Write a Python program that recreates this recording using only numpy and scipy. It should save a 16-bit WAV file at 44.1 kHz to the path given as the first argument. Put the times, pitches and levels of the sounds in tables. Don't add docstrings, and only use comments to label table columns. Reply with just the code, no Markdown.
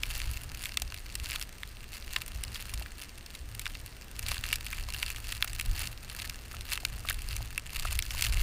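import sys
import numpy as np
from scipy import signal
from scipy.fft import rfft, irfft
from scipy.io import wavfile
from scipy.ndimage import uniform_filter1d

SR = 44100
rng = np.random.default_rng(int(sys.argv[2]) if len(sys.argv) > 2 else 0)


def to_wav(s):
    ch = np.atleast_2d(s).T
    pcm = np.round(np.clip(ch, -1, 1) * 32767)
    wavfile.write(sys.argv[1], SR, pcm.astype(np.int16))


N = 371322

# centre_hz, width_hz, gain_db
RESONANCES = [(770, 210, -11.5), (1045, 50, -10), (1316, 90, -6), (1802, 460, 0.5), (2147, 126, -2.5),
              (2353, 50, 2.5), (2713, 260, 6.5), (2970, 1900, -0.5), (4370, 840, 3.5), (6940, 2100, -4),
              (9480, 630, -2), (14400, 15000, -5.5)]
SNOW_DB = -50.5
CUTOFF_HZ = 15500


def from_db(db):
    return 10 ** (np.asarray(db) / 20)


def rms_one(x):
    return x / np.sqrt(np.mean(x ** 2, axis=-1, keepdims=True) + 1e-20)


def butter(x, hz, kind, order=2):
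    sections = signal.butter(order, hz, kind, fs=SR, output="sos")
    return signal.sosfilt(sections, x + 1e-18)


def noise(spectrum):
    hz, db = np.transpose(spectrum)
    bins = np.maximum(np.arange(N // 2 + 1) * SR / N, 1)
    gain = from_db(np.interp(np.log(bins), np.log(hz), db))
    gain = gain * np.minimum(bins / hz[0], 1) * np.minimum(hz[-1] / bins, 1)
    return rms_one(irfft(rfft(rng.standard_normal(N)) * gain, N))


def drift(per_s):
    at = np.arange(N) * per_s / SR
    return rms_one(np.interp(at, np.arange(N // 10), rng.standard_normal(N // 10)))


def evened(x, span_s):
    size = max(int(span_s * SR), 2)
    power = uniform_filter1d(uniform_filter1d(x ** 2, size), size)
    return x / np.sqrt(power + 1e-14)


def swell(s, length_s):
    return np.exp(-(2 * (np.arange(N) / SR - s) / length_s) ** 2)


def resonance(x, hz, width):
    r = np.exp(-np.pi * width / SR)
    zeros = np.array([1, 0, -1]) * (1 - r * r) / 2
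    poles = [1, -2 * r * np.cos(2 * np.pi * hz / SR), r * r]
    return signal.lfilter(zeros, poles, x + 1e-18)


def spots(count):
    gains = from_db(4.5 * rng.standard_normal((count, len(RESONANCES))))
    return gains / np.sqrt(np.mean(gains ** 2, axis=0))


def housing(force, spot):
    rings = 0
    for (hz, width, db), share in zip(RESONANCES, spot):
        rings = rings + from_db(db) * share * resonance(force, hz, width)
    return butter(rings, 530, "high")


def wind_level():
    # time_s, level_db (over the usual strength)
    gust_points = [(0, 0), (.3, 2.5), (.48, -1.5), (1.0, -2), (1.41, -.5), (1.5, -6), (2.05, -2.5),
                   (2.75, -2.5), (3.2, -6.5), (4.1, -5.5), (4.27, 2.5), (4.7, 0), (5.83, 2), (5.97, -3.5),
                   (6.55, -2.5), (7.38, 1), (7.63, -3), (7.85, 3), (8.07, 1.5), (8.42, 7.5)]
    s, db = np.transpose(gust_points)
    return np.interp(np.arange(N) / SR, s, db)


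def far_storm():
    # frequency_hz, relative_db (per Hz)
    hiss_spectrum = [(100, 8), (250, 4), (350, 0.5), (520, -2.5), (660, -2.5), (900, -6), (1700, -3.5),
                     (2700, -7), (3600, -9), (4600, -11), (6000, -11), (10000, -21), (15000, -18.5)]
    hiss_db, whine_db = -54.5, -67.5
    hiss = from_db(hiss_db + 0.6 * drift(1.65)) * noise(hiss_spectrum)
    whine = resonance(rng.standard_normal(N), 8540, 230)
    whine = rms_one(resonance(whine, 8540, 230))
    return hiss + from_db(whine_db) * whine


def buffeting():
    # frequency_hz, relative_db (per Hz)
    heave_spectrum = [(10, -17.5), (20, -6.5), (33, -6), (42, -12), (55, -36), (120, -46)]
    rumble_spectrum = [(30, -40), (44, -5.5), (56, 0.5), (68, -5.5), (84, -12.5), (100, -19), (200, -52)]
    flutter_spectrum = [(60, -43), (88, -3), (97, -2), (110, 6.5), (122, -5), (140, -14), (165, -17),
                        (250, -22.5), (500, -31), (1200, -28.5)]
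    # middle_s, length_s, swell_db, pitch_hz
    eddy_rows = [(0.145, .2, 6.5, 28), (.3, 0.12, 10, 63.6), (0.503, 0.13, 10, 111), (0.835, 0.13, 9, 58),
                 (1.23, 0.11, 10, 62), (1.643, 0.11, 9.5, 42), (2.09, 0.061, 10, 34),
                 (2.38, 0.096, 13.5, 59.7), (2.496, 0.084, 11.5, 95), (2.777, 0.14, 14, 65),
                 (3.427, .12, 9, 58), (3.55, 0.19, 12.5, 100), (3.668, 0.3, 7.5, 28),
                 (3.837, 0.15, 11, 100), (4.288, 0.18, 5, 55), (4.807, 0.082, 8, 28),
                 (4.898, 0.088, 6.5, 60), (5.712, 0.087, 18.5, 34), (5.796, 0.32, 6.5, 116),
                 (6.248, 0.2, 7.5, 105), (6.605, 0.14, 8, 90), (6.944, 0.15, 10, 89),
                 (7.143, 0.14, 10.5, 35.3), (7.353, .18, 9, 44.6), (7.413, 0.21, 6.5, 115),
                 (7.85, 0.17, 7, 34), (7.963, 0.15, 10.5, 47.5), (8.38, 0.39, 11.5, 46)]
    reach_octaves = 0.82

    wind_db = wind_level()
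    octaves = np.log2([30, 60, 110])[:, None]
    swells_db = 0
    for s, length_s, db, hz in eddy_rows:
        nearness = np.exp(-((octaves - np.log2(hz)) / reach_octaves) ** 2)
        swells_db = swells_db + db * swell(s, length_s) * nearness
    heave_db, rumble_db, flutter_db = swells_db

    heave_gain = from_db(-44.5 + 1.1 * wind_db + heave_db)
    rumble_gain = from_db(-46 + 1.13 * wind_db + rumble_db)
    flutter_gain = from_db(-52.5 + 1.58 * wind_db + flutter_db)
    heave = heave_gain * evened(noise(heave_spectrum), span_s=0.19)
    rumble = rumble_gain * evened(noise(rumble_spectrum), span_s=0.065)
    flutter = flutter_gain * evened(noise(flutter_spectrum), span_s=0.24)
    return heave + rumble + flutter


def clumps(size=3000):
    # start_s, level_db (near the peak), pitch_hz
    clump_rows = [(0.819, -36, 730), (1.346, -37, 1030), (2.735, -39, 1070), (2.815, -38, 815),
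                  (4.316, -26.5, 1120), (4.887, -34.5, 1010), (5.1, -41, 1030), (5.444, -30, 1370),
                  (6.541, -33.5, 1310), (6.833, -39.5, 756), (7.05, -30, 1230), (7.104, -27.5, 1290),
                  (7.406, -36.5, 850), (7.852, -22.5, 1280), (8.147, -34.5, 1020)]
    out, t = np.zeros(N + size), np.arange(size) / SR
    mount = 0.29 * np.sin(2 * np.pi * 730 * t) * np.exp(-t / 0.0026)
    attack = 1 - np.exp(-t / 0.00055)
    for s, level_db, hz in clump_rows:
        tap = np.sin(2 * np.pi * hz * t) * np.exp(-t / 0.0019)
        at = int(s * SR)
        out[at:at + size] += from_db(level_db + 4.0) * (tap + mount) * attack
    return out[:N]


def snowfall():
    # middle_s, length_s, swell_db
    flurry_rows = [(.15, .22, 6.5), (0.387, .07, 4), (0.645, .16, 7.5), (1.304, .22, 9), (1.945, 0.11, 6.5),
                   (2.142, .1, 8.5), (2.399, .16, 2), (2.624, .2, 7), (2.8, .08, 5), (3.032, .14, 6),
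                   (3.339, .07, 7.5), (3.665, .26, 6), (4.308, .16, 7.5), (4.519, .14, 7), (4.751, .1, 5),
                   (5.036, .2, 7), (5.31, .11, 5), (5.47, .2, 2), (5.815, .14, 7.5), (6.192, .24, 9),
                   (6.538, .06, 5), (6.72, .09, 13), (7.109, .08, 6), (7.318, .1, 4.5), (7.761, .12, 7),
                   (7.92, .14, 5), (8.223, .16, 8)]
    flurries_db = sum(db * swell(s, length_s) for s, length_s, db in flurry_rows)
    return SNOW_DB + 1.2 * wind_level() + flurries_db


def fine_snow(level_db, count=6):
    bunch_s = .08
    per_s = 1300 * from_db(.8 * (level_db + 45.5) + 3.0 * drift(120))
    born = np.flatnonzero(rng.random(N) < per_s / SR)
    sizes = from_db(6.2 * np.minimum(rng.exponential(1, N)[born], 4.2))
    where = rng.integers(0, count, N)[born]
    grit = rng.standard_normal(N)
    octaves = np.log2(np.array(RESONANCES)[:, 0] / 4500)
    crackle = 0
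    for k, (spot, hardness) in enumerate(zip(spots(count), np.linspace(-1, 1, count))):
        grains = np.bincount(born, sizes * (where == k), N)
        crumble = signal.lfilter([1], [1, -np.exp(-1 / (.00035 * SR))], grains + 1e-18)
        tilt = from_db(1.7 * hardness * octaves)
        crackle = crackle + housing(crumble * grit, spot * tilt)
    brush = housing(grit, np.ones(len(RESONANCES)))
    powder = rms_one(butter(brush, 1550, "low", order=1))
    mix = from_db(1.1) * evened(crackle, span_s=bunch_s) + from_db(-12.5) * powder
    return from_db(level_db) * mix


def small_pellets(snow_db, count=80):
    share = np.cumsum(from_db(1.1 * snow_db))
    order = (np.arange(count) + rng.random(count)) / count
    at = np.searchsorted(share / share[-1], order)
    strength, pitch, shatter = rng.standard_normal((count, 3)).T
    level_db = -41.5 + 0.46 * (snow_db[at] - SNOW_DB) + 2.9 * strength
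    pitch_hz = 5000 * 2 ** (.6 * pitch)
    shatter_s = 0.00039 * 2 ** (.5 * shatter)
    return np.column_stack([at / SR, level_db, pitch_hz, shatter_s])


def pellets(small_rows, size=1100):
    # start_s, level_db (nominal, over one tick), pitch_hz, shatter_s
    big_rows = [(.0328, -27, 3000, 0.0017), (.6378, -36.5, 6600, 0.00027), (.6553, -31.5, 3720, 0.00027),
                (.771, -24, 4000, 0.003), (.8196, -30, 6700, 0.00016), (.922, -36.5, 2220, 0.00079),
                (.943, -37, 4260, 0.00046), (1.1538, -32, 6140, 0.00023), (1.3174, -34.5, 2900, .0003),
                (1.3583, -31, 3400, 0.00028), (1.412, -34, 4380, 0.0058), (1.425, -36, 5100, 0.00074),
                (1.6325, -32.5, 1800, 0.00086), (2.1609, -22.5, 2260, 0.0047), (2.218, -34, 4000, 0.00044),
                (2.2794, -37.5, 9000, .0002), (2.4367, -32, 6350, .0002), (2.555, -35.5, 2680, 0.0088),
                (2.7372, -36, 6000, 0.0061), (2.8594, -39.5, 1500, .0035), (3.0198, -40, 4350, 0.0037),
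                (3.2616, -44, 6140, 0.0016), (3.35, -40.5, 4300, 0.0023), (3.5498, -42, 5900, .0002),
                (3.5944, -35, 6000, .0002), (3.6556, -34.5, 2900, 0.0023), (3.665, -29.5, 1900, 0.00027),
                (3.751, -39.5, 3070, .0002), (3.8617, -40, 7900, .0002), (4.1928, -32.5, 7000, 0.00066),
                (4.3166, -32.5, 4840, 0.0004), (4.3667, -36, 1800, 0.0022), (4.438, -31, 2500, 0.0013),
                (4.5283, -23, 3200, 0.00022), (4.5573, -32.5, 6000, .0002), (4.6649, -33.5, 4160, 0.00027),
                (4.7276, -30, 2040, 0.0053), (4.8862, -39.5, 4600, 0.0038), (4.9373, -35, 4600, 0.00081),
                (5.028, -24.5, 2500, 0.00024), (5.1021, -32, 4100, .0002), (5.321, -31, 4000, 0.0046),
                (5.4245, -22.5, 2740, 0.00096), (5.4445, -35, 6000, 0.00051), (5.5313, -38, 5470, 0.0018),
                (5.597, -29, 3700, 0.0011), (5.8714, -34.5, 5500, .003), (6.1992, -37.5, 4100, .0006),
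                (6.2426, -37, 1700, 0.0071), (6.296, -33.5, 5200, 0.0025), (6.6091, -38, 4550, 0.00037),
                (6.7329, -28.5, 5000, .0002), (6.775, -30.5, 2200, .0012), (6.8498, -24.5, 4000, 0.0027),
                (7.087, -28, 2630, 0.00024), (7.0973, -28.5, 6000, 0.003), (7.1058, -28.5, 1600, 0.0045),
                (7.2191, -41, 7000, 0.00027), (7.5781, -26.5, 3240, 0.0006), (7.7585, -32, 3650, 0.0051),
                (7.9276, -33, 6500, 0.00075), (7.9901, -25.5, 4600, 0.00066), (8.024, -33, 6000, 0.00066),
                (8.1056, -33, 3970, 0.0038), (8.2217, -23.5, 5200, 0.0036), (8.2476, -30, 4670, .0027),
                (8.2658, -31, 2850, 0.0007)]
    body_hz, ring_hz, crack_from_hz = (1000, 2200), (2200, 3700), 6000
    below_db, above_db = 6, 8
    tick_s = .005

    rows = np.vstack([big_rows, small_rows])
    s, level_db, pitch_hz, shatter_s = np.transpose(rows)[:, :, None]
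    centres_hz = (np.mean(body_hz), np.mean(ring_hz), crack_from_hz)
    octaves = np.log2([hz / pitch_hz for hz in centres_hz])
    body_db, ring_db, crack_db = level_db - np.maximum(-below_db * octaves, above_db * octaves)
    scatter_octaves = 0.033 + .25 * rng.standard_normal(s.shape)
    crack_hz = np.maximum(pitch_hz, crack_from_hz) * 2 ** scatter_octaves

    t = np.arange(size) / SR
    splinters = np.exp(-(t / np.maximum(shatter_s, .0003)) ** 2) + .13 * np.exp(-t / .002)
    onset = 1 - np.exp(-t / 0.00069)
    force = splinters * onset * rng.standard_normal((len(s), size))

    shell = housing(force, spots(len(s)).T[:, :, None])
    crack = np.array([resonance(f, min(hz, CUTOFF_HZ), 1.02 * hz)
                      for f, hz in zip(force, crack_hz[:, 0])])
    crack = crack + 0.22 * butter(force, 10200, "high")
    crack = crack - 0.42 * resonance(crack, 6460, 2600)

    body = rms_one(butter(shell, body_hz, "band", order=3))
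    ring = rms_one(butter(shell, ring_hz, "band", order=3))
    crack = rms_one(butter(crack, ring_hz[1], "high", order=3))
    ticks = from_db(body_db - 2.05) * body
    ticks = ticks + from_db(ring_db + 1.13) * ring
    ticks = ticks + from_db(crack_db + 0.6) * crack

    out = np.zeros(N + size)
    for at, tick in zip((s[:, 0] * SR).astype(int), ticks):
        out[at:at + size] += tick * np.sqrt(tick_s * SR / size)
    return out[:N]


def scene():
    snow_db = snowfall()
    ice = pellets(small_pellets(snow_db))
    return (far_storm() + buffeting() + clumps() + fine_snow(snow_db) + ice)[None]


def record(dry):
    sections = signal.ellip(10, .2, 70, CUTOFF_HZ, fs=SR, output="sos")
    return signal.sosfilt(sections, dry)


dry = scene()
out = record(dry)
to_wav(out)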